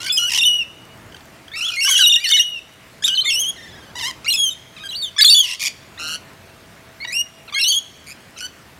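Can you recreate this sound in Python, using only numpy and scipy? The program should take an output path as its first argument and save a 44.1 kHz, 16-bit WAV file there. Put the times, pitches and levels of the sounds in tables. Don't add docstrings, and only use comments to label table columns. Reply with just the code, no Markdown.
import sys
import numpy as np
from scipy import signal
from scipy.io import wavfile
from scipy.ndimage import uniform_filter1d

SR = 44100
rng = np.random.default_rng(int(sys.argv[2]) if len(sys.argv) > 2 else 0)


def natural_amplitude(level_db):
    exponent = np.asarray(level_db, float) / 20
    return 10 ** exponent


def materialize(psi):
    bounded = np.clip(np.atleast_2d(psi).T, -1, 1)
    quanta = np.round(bounded * 32767).astype(np.int16)
    wavfile.write(sys.argv[1], SR, quanta)


N = 387638

# start_s (within the motif), start_hz, end_hz, level_db,
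# bright_db (upper over lower overtones)
CLIMB_MOTIF = [
    (0, 2069, 2208, -4.5, -15),
    (.046, 2687, 2813, 0.5, -4),
    (.073, 2574, 2750, 3.5, 4.5),
    (0.101, 2877, 2984, 2.5, -7),
    (0.137, 3103, 3288, 4.5, 10),
    (.161, 3270, 3005, 4.7, -6.5),
    (.185, 2977, 3247, 3.5, -10),
    (0.221, 3270, 3330, 4, -3.5),
]
# start_s, stretch_ratio, pitch_ratio, level_db, fade_db
CLIMBS = [
    (1.766, 0.93, 1.008, -15.5, -2),
    (3.255, 1.02, .998, -14.5, -12.5),
    (7.544, .99, .998, -16.5, -2.5),
]
# (start_s, pitch_hz, level_db)
YODELS = [
    (0.481, 0.088, 0.066, -9, [(.343, 2950, -17), (.368, 3400, -27), (.383, 2830, -12), (.391, 3701, -12.5), (.411, 2710, -11), (.436, 3719, -9.5), (.452, 2914, -8)]),
    (2.167, 0.0057, 0.0039, -9.5, [(2.01, 3980, -14), (2.044, 3870, -4.5), (2.061, 2847, -5.5), (2.097, 3700, -6.5), (2.122, 2780, -7.5), (2.14, 3730, -7), (2.158, 2760, -6)]),
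    (2.432, .069, 0.0943, -18, [(2.3, 2960, -12.5), (2.32, 3690, -4), (2.336, 2902, -7), (2.367, 3870, -10.5), (2.392, 2812, -7), (2.417, 3124, -20)]),
]
# (start_s, start_hz, end_hz, level_db)
BREATHS = [(0.1212, -21, [(.062, 2149, 2380, -31), (.097, 3480, 3430, -13.5)]),
           (.175, 7.5, [(.12, 2550, 2516, -17.5)]), (.097, 0.5, [(.056, 4780, 4617, -30),
           (.068, 4350, 4260, -27), (.081, 4850, 4660, -30.5)]), (0.3, -7.5, [(.172, 2990, 3270, -9.5),
           (.184, 2897, 2937, -15.5), (.268, 2980, 2664, -18.5)]), (.119, -23.5, [(.001, 1338, 1517, -33),
           (.062, 1574, 1360, -31.5)]), (.29, -4, [(.19, 1380, 1409, -26), (.255, 1450, 1580, -30.5)]),
           (1.564, -36, [(1.515, 1680, 1940, -36)]), (1.603, -8.5, [(1.535, 2106, 2310, -31),
           (1.56, 2600, 2770, -26)]), (1.672, -12.5, [(1.606, 2430, 3002, -21), (1.64, 2970, 3450, -21)]),
           (1.705, -18, [(1.674, 3500, 2690, -19.5)]), (1.758, -25, [(1.715, 2534, 2402, -28)]),
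           (1.95, -3, [(1.845, 1490, 1627, -22.5), (1.876, 1115, 1094, -15.5), (1.899, 1530, 1480, -19.5)]),
    (2.048, -8.5, [(1.95, 3044, 2679, -9.5), (1.976, 2890, 2945, -13.5), (2.005, 3049, 2700, -7)]),
    (2.033, -9.5, [(1.99, 1616, 1383, -11.5)]),
    (2.297, -7.5, [(2.24, 3025, 2630, -14.5), (2.265, 4200, 4520, -17), (2.286, 4500, 4080, -18)]),
    (2.404, -2.5, [(2.16, 1817, 1935, -27), (2.203, 2270, 2437, -28), (2.242, 2127, 1907, -20), (2.265, 1810, 1800, -25.5), (2.309, 2150, 2186, -23), (2.365, 1870, 1670, -17.5), (2.378, 2150, 1730, -22)]),
           (3.074, -5.5, [(3.022, 1583, 1780, -26.5), (3.039, 3200, 3877, -9), (3.062, 3547, 3820, -18.5)]),
    (3.149, -48, [(3.075, 3260, 3440, -16), (3.085, 3020, 3250, -14), (3.099, 2860, 2995, -17)]),
    (3.228, -17.5, [(3.148, 3830, 4380, -22), (3.158, 4320, 3600, -17.5), (3.174, 2991, 3102, -10.5), (3.206, 3800, 4265, -15)]),
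    (3.315, -8, [(3.245, 3460, 3650, -18), (3.265, 3669, 2956, -15.5)]),
    (3.164, -4, [(3.075, 1504, 1583, -32.5)]),
    (3.259, -24.5, [(3.235, 1175, 1209, -32.5)]),
    (4.115, -3.5, [(3.952, 904, 980, -32.5), (3.972, 990, 858, -30.5), (3.999, 1034, 898, -26), (4.036, 897, 1063, -23.5), (4.093, 1054, 924, -28.5)]),
           (4.499, -4, [(4.244, 1193, 1366, -30.5), (4.263, 2076, 2360, -22), (4.279, 2787, 2853, -13), (4.304, 4040, 4218, -12.5), (4.315, 4170, 4020, -13.5), (4.326, 3210, 3469, -14.5), (4.337, 2615, 2544, -14), (4.361, 3540, 3570, -22), (4.375, 3346, 3290, -14), (4.425, 3300, 3116, -13.5), (4.468, 3160, 3010, -17)]),
    (4.536, -6, [(4.503, 3800, 3500, -28)]),
    (4.879, -14, [(4.763, 1318, 942, -38.5), (4.795, 1235, 1254, -37.5), (4.835, 1600, 1595, -31)]),
    (5.094, -11, [(4.888, 3850, 4000, -27.5), (4.908, 2940, 3365, -30), (4.929, 2800, 2890, -29), (4.948, 3592, 4670, -25), (4.976, 4598, 4380, -28.5), (5.023, 3750, 3330, -21), (5.06, 3180, 2950, -31.5)]),
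           (5.42, -6, [(5.162, 1135, 1163, -28), (5.182, 1750, 1682, -8), (5.21, 3716, 3937, -2.5), (5.221, 4685, 4380, 0), (5.235, 1124, 1205, -13.5), (5.245, 3524, 3320, 0), (5.258, 4205, 4200, -3), (5.277, 3310, 3753, -2), (5.301, 4580, 4516, -1), (5.345, 3356, 3514, -5.5), (5.375, 3440, 3136, -6)]),
    (5.461, -11, [(5.414, 3100, 2830, -16.5)]),
    (5.228, 5, [(5.19, 2090, 2145, -19)]),
    (5.391, -3, [(5.295, 2806, 2610, -16), (5.327, 2910, 2990, -20)]),
    (5.994, -40, [(5.975, 1670, 2090, -37)]),
           (7.058, -19, [(7.001, 2039, 2273, -31), (7.047, 945, 956, -27)]),
    (7.219, -2, [(7.072, 1937, 1960, -30.5), (7.106, 2285, 1867, -32.5), (7.122, 2250, 2647, -24), (7.149, 2727, 2868, -16.5)]),
    (7.503, -38, [(7.477, 1416, 980, -37.5)]),
    (7.543, -14, [(7.522, 1095, 1218, -29)]),
    (7.605, -30.5, [(7.555, 1620, 1648, -28)]),
    (7.59, -8.5, [(7.538, 3150, 3270, -25.5)]),
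    (7.652, -39, [(7.596, 3600, 4256, -22.5), (7.622, 4270, 3300, -16)]),
    (7.797, -11, [(7.656, 3600, 4496, -18), (7.69, 4500, 4480, -16.5), (7.722, 3382, 3380, -17), (7.76, 3200, 2872, -34.5)]),
    (8.381, -18, [(8.36, 1389, 1230, -39)]),
    (8.472, -7, [(8.405, 1440, 1513, -30.5)]),
]
# start_s, length_s, pitch_hz, level_db, trill_hz, wildness (0-1)
RASPS = [(0, 0.1, 1063, -28.5, 68.8, 0.71), (.29, 0.11, 988, -18, 80.4, 0.67),
         (1.549, 0.2305, 1361, -29, 55.2, 0.31), (1.818, 0.21, 1890, -21.5, 70, 0.96),
         (2.282, 0.037, 1660, -18, 90.3, 0.94), (3.055, 0.041, 1504, -18, 106, 1),
         (5.458, 0.087, 2720, -21, 79.1, 0.32), (5.593, 0.097, 2356, -20, 105.7, 0.41),
         (0.299, .1, 2720, -20, 72.5, 0.5), (5.423, 0.14, 1017, -25, 123.1, 0.51),
         (5.592, 0.096, 1113, -19, 104, 0.8), (5.982, 0.19, 1418, -25, 157.5, 0.12),
         (8.063, 0.069, 2292, -35, 130, 0.45), (8.369, 0.046, 2690, -33, 145, 0.94)]
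# start_s, peak_db, pitch_hz
CLUCKS = [
    (1.1205, -32, 3210),
    (1.143, -27, 3110),
    (1.1636, -31, 1872),
    (1.204, -34, 1820),
    (1.4786, -29, 3200),
]
# frequency_hz, gain_db
THROAT = [(900, -4.5), (2000, 4), (3500, 7), (5500, -6), (8200, -17.5), (10000, -17), (15000, -29)]
# pitch_hz, bright_db
REGISTER = [(1100, -1.5), (1700, 3), (2250, -18), (2560, 11), (2800, -1), (3250, -1), (3600, -3.5),
            (4600, -9)]
# frequency_hz, level_db (per hertz)
RAIN = [(30, -61.5), (55, -0.5), (110, -4), (300, -9.5), (700, -14), (2100, -15), (3300, -21), (15500, -35)]
# time_s, gain_db
GUSTS = [
    (0, 0.5),
    (1.1, 2.5),
    (1.8, -5.5),
    (3.8, 3),
    (5.4, -5),
    (6, 2.5),
    (7, -2),
]
# time_s, level_db
MOTOR = [
    (4.8, -56.5),
    (7.4, -53.5),
    (8.8, -71),
]


def read(points, at):
    x, value = np.transpose(points)
    return np.interp(at, x, value)


def evened(x):
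    return x / np.sqrt(np.mean(x ** 2) + 1e-20)


def add(mix, start_s, sound):
    part = mix[round(start_s * SR):][:len(sound)]
    part += sound[:len(part)]


def wander(count, size):
    noise = uniform_filter1d(rng.standard_normal(count), size)
    return evened(uniform_filter1d(noise, size))


def joined(starts, end_s):
    return np.diff(np.append(starts, end_s))


def syrinx(hz, level_db, bright_db):
    count = len(hz)
    k = np.arange(1, 15500 // hz.mean() + 2)[:, None]
    shimmer_db = [3.1 * wander(count // 16 + 1, size=22).repeat(16)[:count] for _ in k]
    gain_db = read(THROAT, k * hz) - 2.15 * np.log2(k) + uniform_filter1d(shimmer_db, size=16)
    gain = natural_amplitude(gain_db) * (k * hz < 16000)
    upper = np.clip((k * hz - 4900) / 300 + .5, 0, 1)
    low, high = gain * (1 - upper), gain * upper
    low = low / np.linalg.norm(low, axis=0)
    high = high / np.linalg.norm(high, axis=0)
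    gain = low + natural_amplitude(bright_db) * high
    gain = gain / np.linalg.norm(gain, axis=0)
    tone = np.cos(2 * np.pi * (k * np.cumsum(hz) / SR + rng.random(k.shape)))
    return natural_amplitude(level_db) * np.sqrt(2) * (gain * tone).sum(0)


def phrase(notes):
    s, length, start_hz, end_hz, level_db, bright_db = np.transpose(notes)
    t = np.arange(s[0], s[-1] + length[-1], 1 / SR)
    k = np.searchsorted(s, t, "right") - 1
    u = np.clip((t - s[k]) / length[k], 0, 1)
    glide = (end_hz - start_hz)[k]
    ease = 1.6
    hz = start_hz[k] + glide * np.where(glide > 0, 1 - (1 - u) ** ease, u ** ease)
    hz = uniform_filter1d(uniform_filter1d(hz, size=80), size=80)
    inner = np.ravel([s + 0.28 * length, s + 0.69 * length], "F")
    level_db = np.interp(t, inner, np.repeat(level_db, 2))
    bright_db = np.interp(t, inner, np.repeat(bright_db, 2))
    hoarse = np.clip((2400 - hz) / 1400, 0, 1)
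    snap = np.clip(abs(np.gradient(np.log(hz))) * 400, 0, 1)
    jitter = (.003 + .012 * hoarse) * wander(len(t), size=90)
    hz = hz * (1 + jitter + .03 * snap * wander(len(t), size=20))
    flutter = 1 + (0.12 + 0.18 * hoarse) * wander(len(t), size=100)
    flutter = flutter + 0.02 * rng.standard_normal(len(t))
    fade = np.clip(np.minimum(t - t[0], t[-1] - t) / 0.0033, 0, 1)
    return s[0], syrinx(hz, level_db - 5 * snap, bright_db) * flutter * fade


def climb(start_s, stretch, ratio, level_db, fade_db):
    motif_s = 0.25
    at, start_hz, end_hz, db, bright_db = np.transpose(CLIMB_MOTIF)
    faded_db = level_db + db + fade_db * at / motif_s
    return np.transpose([start_s + stretch * at, stretch * joined(at, motif_s),
                         ratio * start_hz, ratio * end_hz, faded_db, bright_db])


def yodel(whistle_s, hold_s, sag_s, level_db, flips):
    s, hz, db = np.transpose(flips)
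    high = hz > 3300
    glide = np.where(high, 0.95, 1.03)
    beak_db = np.where(high, -21, -6)
    notes = np.transpose([s, joined(s, whistle_s), hz, hz * glide, db, beak_db])
    hold_hz, sag_hz, hold_beak_db = 2910, 2644, -18.5
    hold = (whistle_s, hold_s, hold_hz, hold_hz, level_db, hold_beak_db)
    sag = (whistle_s + hold_s, sag_s, hold_hz, sag_hz, level_db - 8.5, hold_beak_db)
    return np.vstack([notes, hold, sag])


def breath(end_s, beak_db, notes):
    s, start_hz, end_hz, db = np.transpose(notes)
    bright_db = beak_db + read(REGISTER, (start_hz + end_hz) / 2)
    return np.transpose([s, joined(s, end_s), start_hz, end_hz, db, bright_db])


def rasp(start_s, length_s, pitch_hz, level_db, trill_hz, wild):
    count = round(length_s * SR)
    beat = np.cumsum(trill_hz * (1 + .3 * wild * wander(count, size=600))) / SR % 1
    sweep = .22 * (1 - wild) * uniform_filter1d(beat - .5, size=40)
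    tremble = .11 * wild * wander(count, size=100)
    puffs = (1 - .75 * np.cos(np.pi * beat) ** 2) * natural_amplitude(4 * wild * wander(count, size=70))
    rise = np.linspace(.5, 1, count)
    hz = pitch_hz * (1 + sweep + tremble + (rise - .75) * (1 - wild) / 6)
    voice = syrinx(hz, 0, 8 * wild - 8)
    thin = signal.lfilter(*signal.butter(2, 2200, "high", fs=SR), voice)
    voice = thin + (1 - 0.553 * wild) ** 2 * (voice - thin)
    return start_s, evened(voice * puffs) * rise * signal.windows.tukey(count, .2) * natural_amplitude(level_db)


def cluck(start_s, peak_db, pitch_hz):
    hz = pitch_hz / 2 * (1 + 0.053 * wander(400, size=40))
    return start_s, syrinx(hz, peak_db - 6.5, -13.5) * np.hanning(len(hz))


def twitter(count=7):
    start_s, cycle_s, low_s = 3.575, .0485, 0.034
    k = np.arange(-1, 2 * count)
    high, done = k % 2, k / (2 * count)
    s = start_s + k // 2 * cycle_s + high * low_s
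    hz = (1830 - 402 * done * abs(done) ** .5) * 1.12 ** high
    level_db = -34 - 10.5 * done - 3 * high
    notes = np.transpose([s, joined(s, s[-1] + low_s / 2), hz, hz, level_db, -4 + 0 * k])
    first_s, voice = phrase(notes)
    return first_s, signal.lfilter(*signal.butter(1, 2230, fs=SR), voice)


def flock():
    mix = np.zeros(N)
    chatter = BREATHS
    breaths = [climb(*c) for c in CLIMBS] + [yodel(*y) for y in YODELS] + [breath(*b) for b in chatter]
    for notes in breaths:
        add(mix, *phrase(notes))
    for row in RASPS:
        add(mix, *rasp(*row))
    for row in CLUCKS:
        add(mix, *cluck(*row))
    add(mix, *twitter())
    return mix


def balcony(x):
    at = np.arange(100, SR, 20)
    at = at + rng.integers(0, 20, len(at))
    near = natural_amplitude(-60 * at / SR / 0.14)
    trees = natural_amplitude(-20.5 - 60 * at / SR / 0.91)
    taps = np.zeros(SR + 20)
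    taps[at] = rng.choice([-1., 1.], len(at)) * (near + trees)
    taps = signal.lfilter([1], [1, -.4], taps)
    return natural_amplitude(-12.5) * signal.fftconvolve(x, taps / np.linalg.norm(taps))[:N]


def rain_and_gusts():
    frames, hz = N // 256 + 5, np.fft.rfftfreq(1024, 1 / SR)
    a, b, patches = rng.standard_normal((frames, 513, 3)).T
    patches = evened(uniform_filter1d(uniform_filter1d(patches, size=12, axis=0), size=10, axis=1))
    patch_db = 2.26 * patches * (hz / (hz + 600))[:, None]
    gust_db = read(GUSTS, np.arange(frames) * 256 / SR) / (1 + (hz[:, None] / 1200) ** 2)
    colour_hz, colour_db = np.transpose(RAIN)
    colour_db = np.interp(np.log(hz + 1), np.log(colour_hz), colour_db)
    z = (a + 1j * b) * natural_amplitude(colour_db[:, None] + patch_db)
    calm = signal.istft(z, nperseg=1024, noverlap=768)[1]
    gusty = signal.istft(z * natural_amplitude(gust_db), nperseg=1024, noverlap=768)[1][:N]
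    return natural_amplitude(-44.5) / np.std(calm) * gusty


def drops():
    level_db = -43.0 + 2.57 * rng.exponential(1, N + 1)
    hits = np.diff(natural_amplitude(level_db) * (rng.random(N + 1) < 40 / SR))
    return signal.lfilter([1], [1, -.6, .5], hits)


def motor():
    hum = np.sin(2 * np.pi * np.cumsum(656 + 3 * wander(N, size=4000)) / SR)
    return natural_amplitude(read(MOTOR, np.arange(N) / SR)) * hum


def scene():
    birds = flock()
    return (birds + balcony(birds) + rain_and_gusts() + drops() + motor())[None]


def top_cut(x):
    return signal.sosfilt(signal.butter(12, 15750, fs=SR, output="sos"), x)


def record(dry):
    power_db = 10 * np.log10(abs(uniform_filter1d(dry[0] ** 2, size=2000)) + 1e-12)
    fall = np.arange(N) * 35.4 / SR
    held_db = np.maximum.accumulate(power_db + fall) - fall
    over_db = np.maximum(held_db + 25, 0)
    ducked = dry * natural_amplitude(-.25 * uniform_filter1d(over_db, size=2000))
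    soft = ducked / (1 + abs(ducked) ** 8) ** (1 / 8)
    low_cut = signal.butter(2, 45, "high", fs=SR, output="sos")
    return top_cut(signal.sosfilt(low_cut, soft))


dry = scene()
out = record(dry)
materialize(out)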